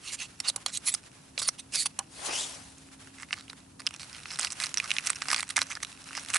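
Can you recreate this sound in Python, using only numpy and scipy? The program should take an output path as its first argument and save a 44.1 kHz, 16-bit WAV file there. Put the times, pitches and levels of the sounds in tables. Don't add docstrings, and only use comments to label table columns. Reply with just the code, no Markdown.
import sys
import numpy as np
from scipy import signal
from scipy.fft import rfft, irfft, next_fast_len
from scipy.io import wavfile
from scipy.ndimage import uniform_filter1d, map_coordinates

SR = 44100
rng = np.random.default_rng(int(sys.argv[2]) if len(sys.argv) > 2 else 0)


def inscribe(sig):
    pcm = np.round(np.clip(np.atleast_2d(sig).T, -1, 1) * 32767)
    wavfile.write(sys.argv[1], SR, pcm.astype(np.int16))


N = 281358
TIME = np.arange(N) / SR

# hardest_push_s, length_s, level_db (ahead of the crumble's cut), bright_db, ring_hz
GRINDS = [(3.21, .115, -42.5, -3.5, 2090), (3.33, .04, -37.5, -0.5, 4950), (3.39, .11, -44, -8, 4460),
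          (3.5, .04, -45.5, -2.5, 3650), (3.803, .03, -40, -9, 4540), (3.868, .045, -43, -10, 830),
          (3.945, .052, -39, -5, 2800), (4.02, .09, -38, -2, 4290), (4.155, .08, -42.5, -5.5, 2770),
          (4.32, .12, -36.5, -5, 5300), (4.393, .024, -28.5, -7, 5360), (4.445, .13, -32.5, -2, 5040),
          (4.52, .05, -36.5, -1, 5800), (4.631, .09, -27, 0, 2370), (4.845, .09, -38, -5, 1420),
          (4.93, .15, -42, -1, 2590), (5.07, 0.069, -30.5, -0.5, 2520), (5.103, .024, -24.5, -1.5, 1660),
          (5.316, .085, -27.5, -1.5, 1830), (5.39, .1, -31.5, -1.5, 2030), (5.504, .028, -31.5, -3.5, 3650),
          (5.574, .042, -21, -4.5, 1857), (5.616, .062, -31, -7, 5950), (5.712, .082, -33.5, -5, 6200),
          (5.768, .036, -35, -9.5, 1740), (5.832, 0.02, -29, 4, 3460), (6.17, .1, -36, -7.5, 4980),
          (6.305, .038, -35, -3, 1520), (6.35, .056, -25, -0.5, 7860)]
# frequency_hz, gain_db
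SOLID = [(380, -7.5), (750, -3), (1000, -2), (1500, 1), (2000, 2.5), (2700, 3), (3500, -2.5), (4100, 1),
         (4600, -0.5), (5500, 0.5), (6500, -1), (8200, 3), (11000, -1.5)]
# time_s, grip_db (ahead of the gains of rustle and grit)
GRIP = [(0, -54), (1, -52.5), (1.3, -57), (3.45, -54), (3.72, -62), (4.2, -47), (4.45, -42), (4.57, -48),
        (4.72, -43.5), (5.17, -41.5), (5.55, -48), (6, -49), (6.38, -39)]


def amp(db):
    return 10 ** (np.asarray(db) / 20)


def unit(x):
    return x / np.sqrt(np.mean(x ** 2) + 1e-20)


def along(points, hz):
    point_hz, value = np.transpose(points)
    return np.interp(np.log(hz + 1), np.log(point_hz + 1), value)


def curves(rows):
    s, *columns = np.transpose(rows)
    return [np.interp(TIME, s, column) for column in columns]


def wobble(rate):
    knots = rng.standard_normal(int(N * rate / SR) + 4)
    return map_coordinates(knots, [TIME * rate])


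def filtered(x, gain):
    size = next_fast_len(N + 8192)
    hz = np.fft.rfftfreq(size, 1 / SR)
    return irfft(rfft(x, size) * gain(hz), size)[..., :N]


def noise(spectrum, side_db):
    mid, side = filtered(rng.standard_normal((2, N)), lambda hz: amp(along(spectrum, hz)))
    side = amp(side_db) * side
    return unit(np.array([mid + side, mid - side]))


def pan(left_db):
    return amp([[left_db / 2], [-left_db / 2]])


def add(track, s, sound):
    part = track[max(round(s * SR), 0):][:len(sound)]
    part += sound[:len(part)]


def shell(force, body, knock_db, bright_db, ring_hz, ring_db, width_hz, ripple_db, size=2048):
    hz = np.fft.rfftfreq(size, 1 / SR)
    contact = [(100, -45), (430, knock_db - 14.0), (800, knock_db - 3.0), (1400, knock_db + 0.5),
               (2400, -3.5), (5800, -1), (8000, bright_db), (11000, bright_db - 1.0), (13000, -4.5)]
    resonance = amp(ring_db) / np.hypot(1, 2 * (hz - ring_hz) / width_hz) ** 2
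    ring = 20 * np.log10(1 + resonance)
    lesser = ripple_db * map_coordinates(rng.standard_normal(size), [hz / width_hz * 2])
    cepstrum = irfft(np.log(amp(along(body, hz) + along(contact, hz) + ring + lesser)))
    cepstrum[1:size // 2] *= 2
    cepstrum[size // 2 + 1:] = 0
    bending = np.exp(-.22j * np.sqrt(hz))
    answer = irfft(np.exp(rfft(cepstrum)) * bending)
    return signal.fftconvolve(force, answer)


def blow(chatter, t60, size=1024):
    tail = rng.standard_normal(size) * amp(-60 * np.arange(size) / SR / t60)
    force = chatter * tail / np.linalg.norm(tail)
    force[0] += 1
    return force


def at_level(click, db):
    return click / np.linalg.norm(click) * amp(db) * np.sqrt(.005 * SR)


def strokes(rows, body, rise_share, knock_db, knock_per_bright, slips_per_s, spread_db, rub, ring_db, width_hz):
    out = np.zeros(N)
    for s, length, db, bright_db, ring_hz in rows:
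        rise, fall = length * rise_share, length * (1 - rise_share)
        start = max(s - 1.25 * rise, 0)
        t = np.arange(start, s + 1.25 * fall, 1 / SR) - s
        push = np.exp(-(2 * t / np.where(t < 0, rise, fall)) ** 2)
        chance, strength = rng.random((2, len(t)))
        grit, smooth = rng.standard_normal((2, len(t)))
        slips = (chance < slips_per_s / SR) * np.sign(grit) * amp(spread_db * strength)
        force = push * (unit(slips) + rub * smooth)
        colour = knock_db - knock_per_bright * bright_db, bright_db, ring_hz
        sound = shell(force, body, *colour, ring_db, width_hz, ripple_db=1)
        add(out, start, amp(db) * sound * np.linalg.norm(push) / np.linalg.norm(sound))
    return out


def shifting(x, depth_db, span_hz, span_s, size):
    hz, t, spectrum = signal.stft(x, SR, nperseg=size)
    field = rng.standard_normal((size, len(t)))
    places = np.meshgrid(hz / span_hz, t / span_s, indexing="ij")
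    patches = map_coordinates(field, places, order=1, mode="mirror")
    return signal.istft(spectrum * unit(amp(depth_db * patches)), SR, nperseg=size)[1][:N]


def cleaning():
    # start_s, level_db, knock_db, bright_db, ring_hz
    taps = [(0.4014, -26, 0, 3, 5340), (0.4983, -26, -2, -3, 3840), (0.5608, -26.5, 2, 4, 10100),
            (0.6613, -22, 1, -3, 4400), (0.7723, -26, -16, 2, 8000), (0.9401, -22, -5.5, -0.5, 9400),
            (0.947, -26, -4, 1, 5130), (1.3777, -26, 5.5, -14, 2740), (1.418, -30.5, 10, 2, 3680),
            (1.487, -20, 0, 0.5, 5540), (1.756, -26, -7, 3, 10300), (1.8582, -26, 5, 2.5, 9600),
            (1.9899, -24.5, -4, 0, 9050)]
    # hardest_push_s, length_s, level_db, bright_db, ring_hz
    scrapes = [(0.08, .14, -37, -0.5, 2760), (0.137, 0.069, -31, -1, 7330), (0.222, .125, -36, -1.5, 2630),
               (0.462, 0.067, -34.5, -8.5, 2800), (0.488, 0.042, -22.5, 2.5, 4220),
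               (0.688, 0.083, -40, -7.5, 7560), (0.752, 0.084, -31.5, 3.5, 3960),
               (0.883, 0.074, -22.5, 3, 10300), (0.93, .1, -41, -1, 7800), (1.397, 0.039, -27.5, -1, 7760),
               (1.428, .036, -28, 2, 4570), (1.452, 0.071, -36, 0, 4600), (1.481, .03, -27, 2, 9620),
               (1.596, 0.041, -37.5, -0.5, 3730), (1.752, 0.075, -25.5, -3, 8400),
               (1.803, 0.13, -27, 6, 4670), (1.863, 0.03, -25, -1.5, 9560)]
    # frequency_hz, gain_db
    hollow = [(380, 2), (900, -1.5), (1650, -3.5), (2400, 0), (3500, -0.5), (4400, 3), (5000, -2),
              (5600, 0.5), (7100, -0.5), (8100, -1), (11000, -2)]
    scrape = strokes(scrapes, hollow, rise_share=.52, knock_db=-6.5, knock_per_bright=1.0,
                     slips_per_s=2600, spread_db=17.5, rub=0.66, ring_db=8, width_hz=506)
    out = shifting(scrape, depth_db=5, span_hz=280, span_s=.022, size=256)
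    for s, db, *colour in taps:
        force = blow(chatter=8.0, t60=0.019)
        tap = shell(force, hollow, *colour, ring_db=9, width_hz=520, ripple_db=3.0)
        add(out, s, at_level(tap, db))
    return out


def prying():
    # start_s, level_db, knock_db, bright_db, ring_hz
    cracks = [(2.7825, -50.5, -20, 1, 6470), (3.073, -49.5, -6, -5, 1580), (3.2232, -44, -2, 3, 7760),
              (3.2314, -37.5, -1, -21, 2000), (3.308, -37, -1, -25, 2120), (3.3288, -23.5, -1, -37, 2880),
              (3.3327, -33.5, -0.5, -23, 715), (3.4991, -38, -7, -26, 4450), (3.531, -43.5, 18, 1, 3720),
              (3.803, -39.5, 10, 2, 4540), (3.8665, -22.5, -12, -9, 5100), (3.8719, -24.5, -7, -7, 3100),
              (3.9084, -42.5, 9, 1, 2780), (4.2567, -37, 1, -20, 2620), (4.395, -24.5, 5.5, 1.5, 7650),
              (4.412, -30, -5, 2.5, 6760), (4.4475, -25.5, -8, -9, 4640), (4.5218, -31.5, -2, 3, 6830),
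              (4.6595, -33, -20, -3, 5370), (4.7421, -26, -8, -8, 7000), (4.773, -22.5, -2.5, -8, 5700),
              (4.7816, -25.5, -2.5, -10, 5670), (4.8001, -24, -13, -8, 2450), (4.9054, -24, -16, -9, 2800),
              (4.915, -21, -9.5, -11, 3000), (4.9661, -28.5, -6, -13, 3240), (4.9843, -22.5, -7, -10, 2750),
              (5.0712, -23, -18, 2, 5640), (5.1022, -22.5, -20, -1, 8000), (5.2199, -26.5, 0, -18, 7600),
              (5.2847, -28, 10.5, -4, 4900), (5.303, -25, 7, -19, 5600), (5.3148, -25.5, -9, -2, 5630),
              (5.33, -22.5, -0.5, -2, 1420), (5.345, -22, -13, -9, 1480), (5.3624, -28, 1, -2, 4860),
              (5.4061, -28.5, -13, 3, 3930), (5.4296, -29.5, 6.5, 1, 1860), (5.506, -30, -11, -8, 9900),
              (5.5669, -21.5, -11, 2, 6200), (5.5779, -26, 22, 3, 1200), (5.617, -21, 4, -5.5, 4020),
              (5.8317, -29.5, 0.5, -15, 6500), (6.1082, -41, 6, -6, 1460), (6.1765, -32, 2, -10, 1230),
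              (6.2075, -51, 0, -7, 9370), (6.3444, -21.5, 5, 2, 8400), (6.357, -25.5, -5.5, -8, 1540),
              (6.361, -22.5, -1, 0, 1570), (6.367, -23.5, -11, -2, 1620)]
    crumble = strokes(GRINDS, SOLID, rise_share=.51, knock_db=0.76, knock_per_bright=0.23,
                      slips_per_s=750, spread_db=20.5, rub=0.42, ring_db=4.0, width_hz=790)
    out = amp(-2.2) * shifting(crumble, depth_db=5, span_hz=800, span_s=.004, size=128)
    for s, db, *colour in [*cracks, *flakes(crumble, count=64)]:
        add(out, s, snap(db, *colour))
    return out


def snap(db, *colour):
    force = blow(chatter=0.63, t60=0.015)
    click = shell(force, SOLID, *colour, ring_db=11, width_hz=916, ripple_db=2.0)
    return at_level(click, db)


def flakes(crumble, count):
    over_effort_db, scatter_db = 2, 2
    middle_ring_hz, ring_spread = 3580, 0.413
    grip_db, = curves(GRIP)
    held = amp(grip_db - 1.5) * (TIME > GRINDS[0][0])
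    grinding_power = np.abs(uniform_filter1d(crumble ** 2, SR // 20))
    effort = np.sqrt(grinding_power + held ** 2)
    wear = np.cumsum(np.sqrt(effort))
    shares = (np.arange(count) + rng.random(count)) / count
    when = np.searchsorted(wear / wear[-1], shares)
    rows = []
    for i, (size, spot) in zip(when, rng.standard_normal((count, 2))):
        level_db = 20 * np.log10(effort[i] + 1e-9) + over_effort_db + scatter_db * size
        ring_hz = middle_ring_hz * np.exp(ring_spread * spot)
        rows.append((i / SR, level_db, -2, -3, ring_hz))
    return rows


def tub():
    # start_s, level_db (ahead of the bass cut)
    drops = [(0.54, -51), (0.561, -42), (0.577, -46.5), (1.988, -33), (2.001, -38.5)]
    # frequency_hz, level_db, t60_s
    modes = [(566, -12.5, 0.077), (805, -1.5, 0.055), (960, 4.5, 0.02), (1110, 4.5, 0.019),
             (1450, -6.5, 0.046), (1630, -5.5, 0.022), (2980, -5, 0.037)]
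    out, t = np.zeros(N), np.arange(SR // 8) / SR
    ring = np.zeros(len(t))
    for k, (hz, level_db, t60) in enumerate(modes):
        ring += (-1) ** k * amp(level_db - 60 * t / t60) * np.sin(2 * np.pi * hz * t)
    for s, db in drops:
        splat = signal.fftconvolve(blow(chatter=1.3, t60=0.05, size=4096), ring)
        add(out, s, at_level(splat, db))
    return filtered(out, lambda hz: amp(along([(100, -40), (500, 0)], hz)))


def sleeve():
    # time_s, flapping_cloth_db, rubbing_weave_db (ahead of trim and wobble)
    passing = [(2.06, -79.5, -77), (2.12, -62, -51.5), (2.242, -40, -40), (2.264, -42.5, -29),
               (2.3, -35, -41), (2.358, -42, -30), (2.6, -53, -48.5), (2.85, -76, -61.5), (2.95, -89, -88)]
    # time_s, pitch_hz (ahead of jitter), gain_db
    zip_path = [(2.26, 2383, -84), (2.305, 2587, -36), (2.35, 2856, -36), (2.405, 3520, -34),
                (2.44, 3560, -39), (2.49, 3880, -77)]
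    # frequency_hz, relative_db
    cloth_colour = [(100, -23), (300, -10.5), (800, -4.5), (1500, -9.5), (2500, -11.5), (6000, -34)]
    # frequency_hz, relative_db
    weave_colour = [(700, -66), (2500, -6), (4500, -2), (7500, -3.5), (9500, -2), (11000, -6.5)]
    cloth_db, weave_db = curves(passing)
    zip_hz, zip_db = curves(zip_path)
    cloth = amp(cloth_db - 0.5 + 1.94 * wobble(120)) * noise(cloth_colour, side_db=-2)
    weave = amp(weave_db + 1.1 * wobble(220)) * noise(weave_colour, side_db=-7.5)
    weave = np.array([shifting(side, depth_db=4, span_hz=400, span_s=.025, size=256) for side in weave])
    uneven_hz = zip_hz * (1 + .1 * wobble(2200) + .03 * wobble(90))
    phase = 2 * np.pi * np.cumsum(uneven_hz) / SR
    broken = unit(amp(3.6 * wobble(300)))
    ribs = (np.sin(phase) + amp(-0.5) * np.sin(2 * phase)) * broken
    moving = (TIME > passing[0][0]) & (TIME < passing[-1][0])
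    return pan(2.2) * moving * (cloth + weave + amp(zip_db) * ribs)


def gloves():
    # frequency_hz, relative_db
    glove_colour = [(300, -12.5), (700, -2), (1400, 1), (2800, -1), (6000, -3.5), (11000, -4)]
    grip_db, = curves(GRIP)
    flutter = unit(amp(4.5 * wobble(40) + 1.05 * wobble(900)))
    rustle = flutter * noise(glove_colour, side_db=-3.5)
    slips = (rng.random(N) < 220 / SR) * rng.standard_normal(N)
    grit = shell(slips, SOLID, knock_db=-3, bright_db=-4, ring_hz=2630, ring_db=-5.0, width_hz=916, ripple_db=3)
    grit = shifting(unit(grit[:N]), depth_db=5, span_hz=900, span_s=.005, size=128)
    firmness = amp((grip_db - grip_db.max()) / 2)
    return pan(-1.9) * amp(grip_db) * (amp(-0.5) * rustle + amp(-2.0) * firmness * grit)


def rocks(x, t60, size=4096):
    t = np.arange(size) / SR
    build_up = 1 - np.exp(-t / 0.0026)
    tail = rng.standard_normal((2, size)) * amp(-60 * t / t60) * build_up
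    return signal.fftconvolve(x[None], tail / np.linalg.norm(tail[0]), axes=1)[:, :N]


def shore():
    # frequency_hz, relative_db
    air_colour = [(20, -19), (40, -7.5), (65, 3), (100, 3.5), (160, 4.5), (230, 2), (330, -2.5),
                  (480, -10.5), (900, -11), (1800, -23.5), (4000, -23), (11000, -18.5)]
    # frequency_hz, relative_db (ahead of the wavering)
    engine = [(68, -17), (97, -12.5), (152, -11), (269.5, -1)]
    # time_s, gain_db
    carry = [(0, -64), (1.3, -61.5), (3.5, -56), (4.1, -65.5), (5.1, -65.5), (5.3, -58.5), (6.38, -57.5)]
    air = amp(-55.0 + 0.36 * wobble(14.0)) * noise(air_colour, side_db=-3.5)
    mid = air.mean(axis=0)
    width = [(100, -18.5), (400, 3.5), (2000, 3.5)]
    air = mid + filtered(air - mid, lambda hz: amp(along(width, hz)))
    carry_db, = curves(carry)
    hum = np.zeros(N)
    for hz, db in engine:
        hum += amp(db + 2.8 * wobble(7.3)) * np.sin(2 * np.pi * hz * TIME + .5 * wobble(8.7))
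    return air + amp(carry_db) * hum


def scene():
    work = cleaning() + prying() + tub()
    near = work + amp(-12) * rocks(work, t60=0.015) + amp(-25.5) * rocks(work, t60=0.13)
    return pan(-4.0) * near + sleeve() + gloves() + shore()


def record(dry):
    top_hz = 11150
    return filtered(dry, lambda hz: amp(-np.clip((hz - top_hz + 100) / 12, 0, 120)))


dry = scene()
out = record(dry)
inscribe(out)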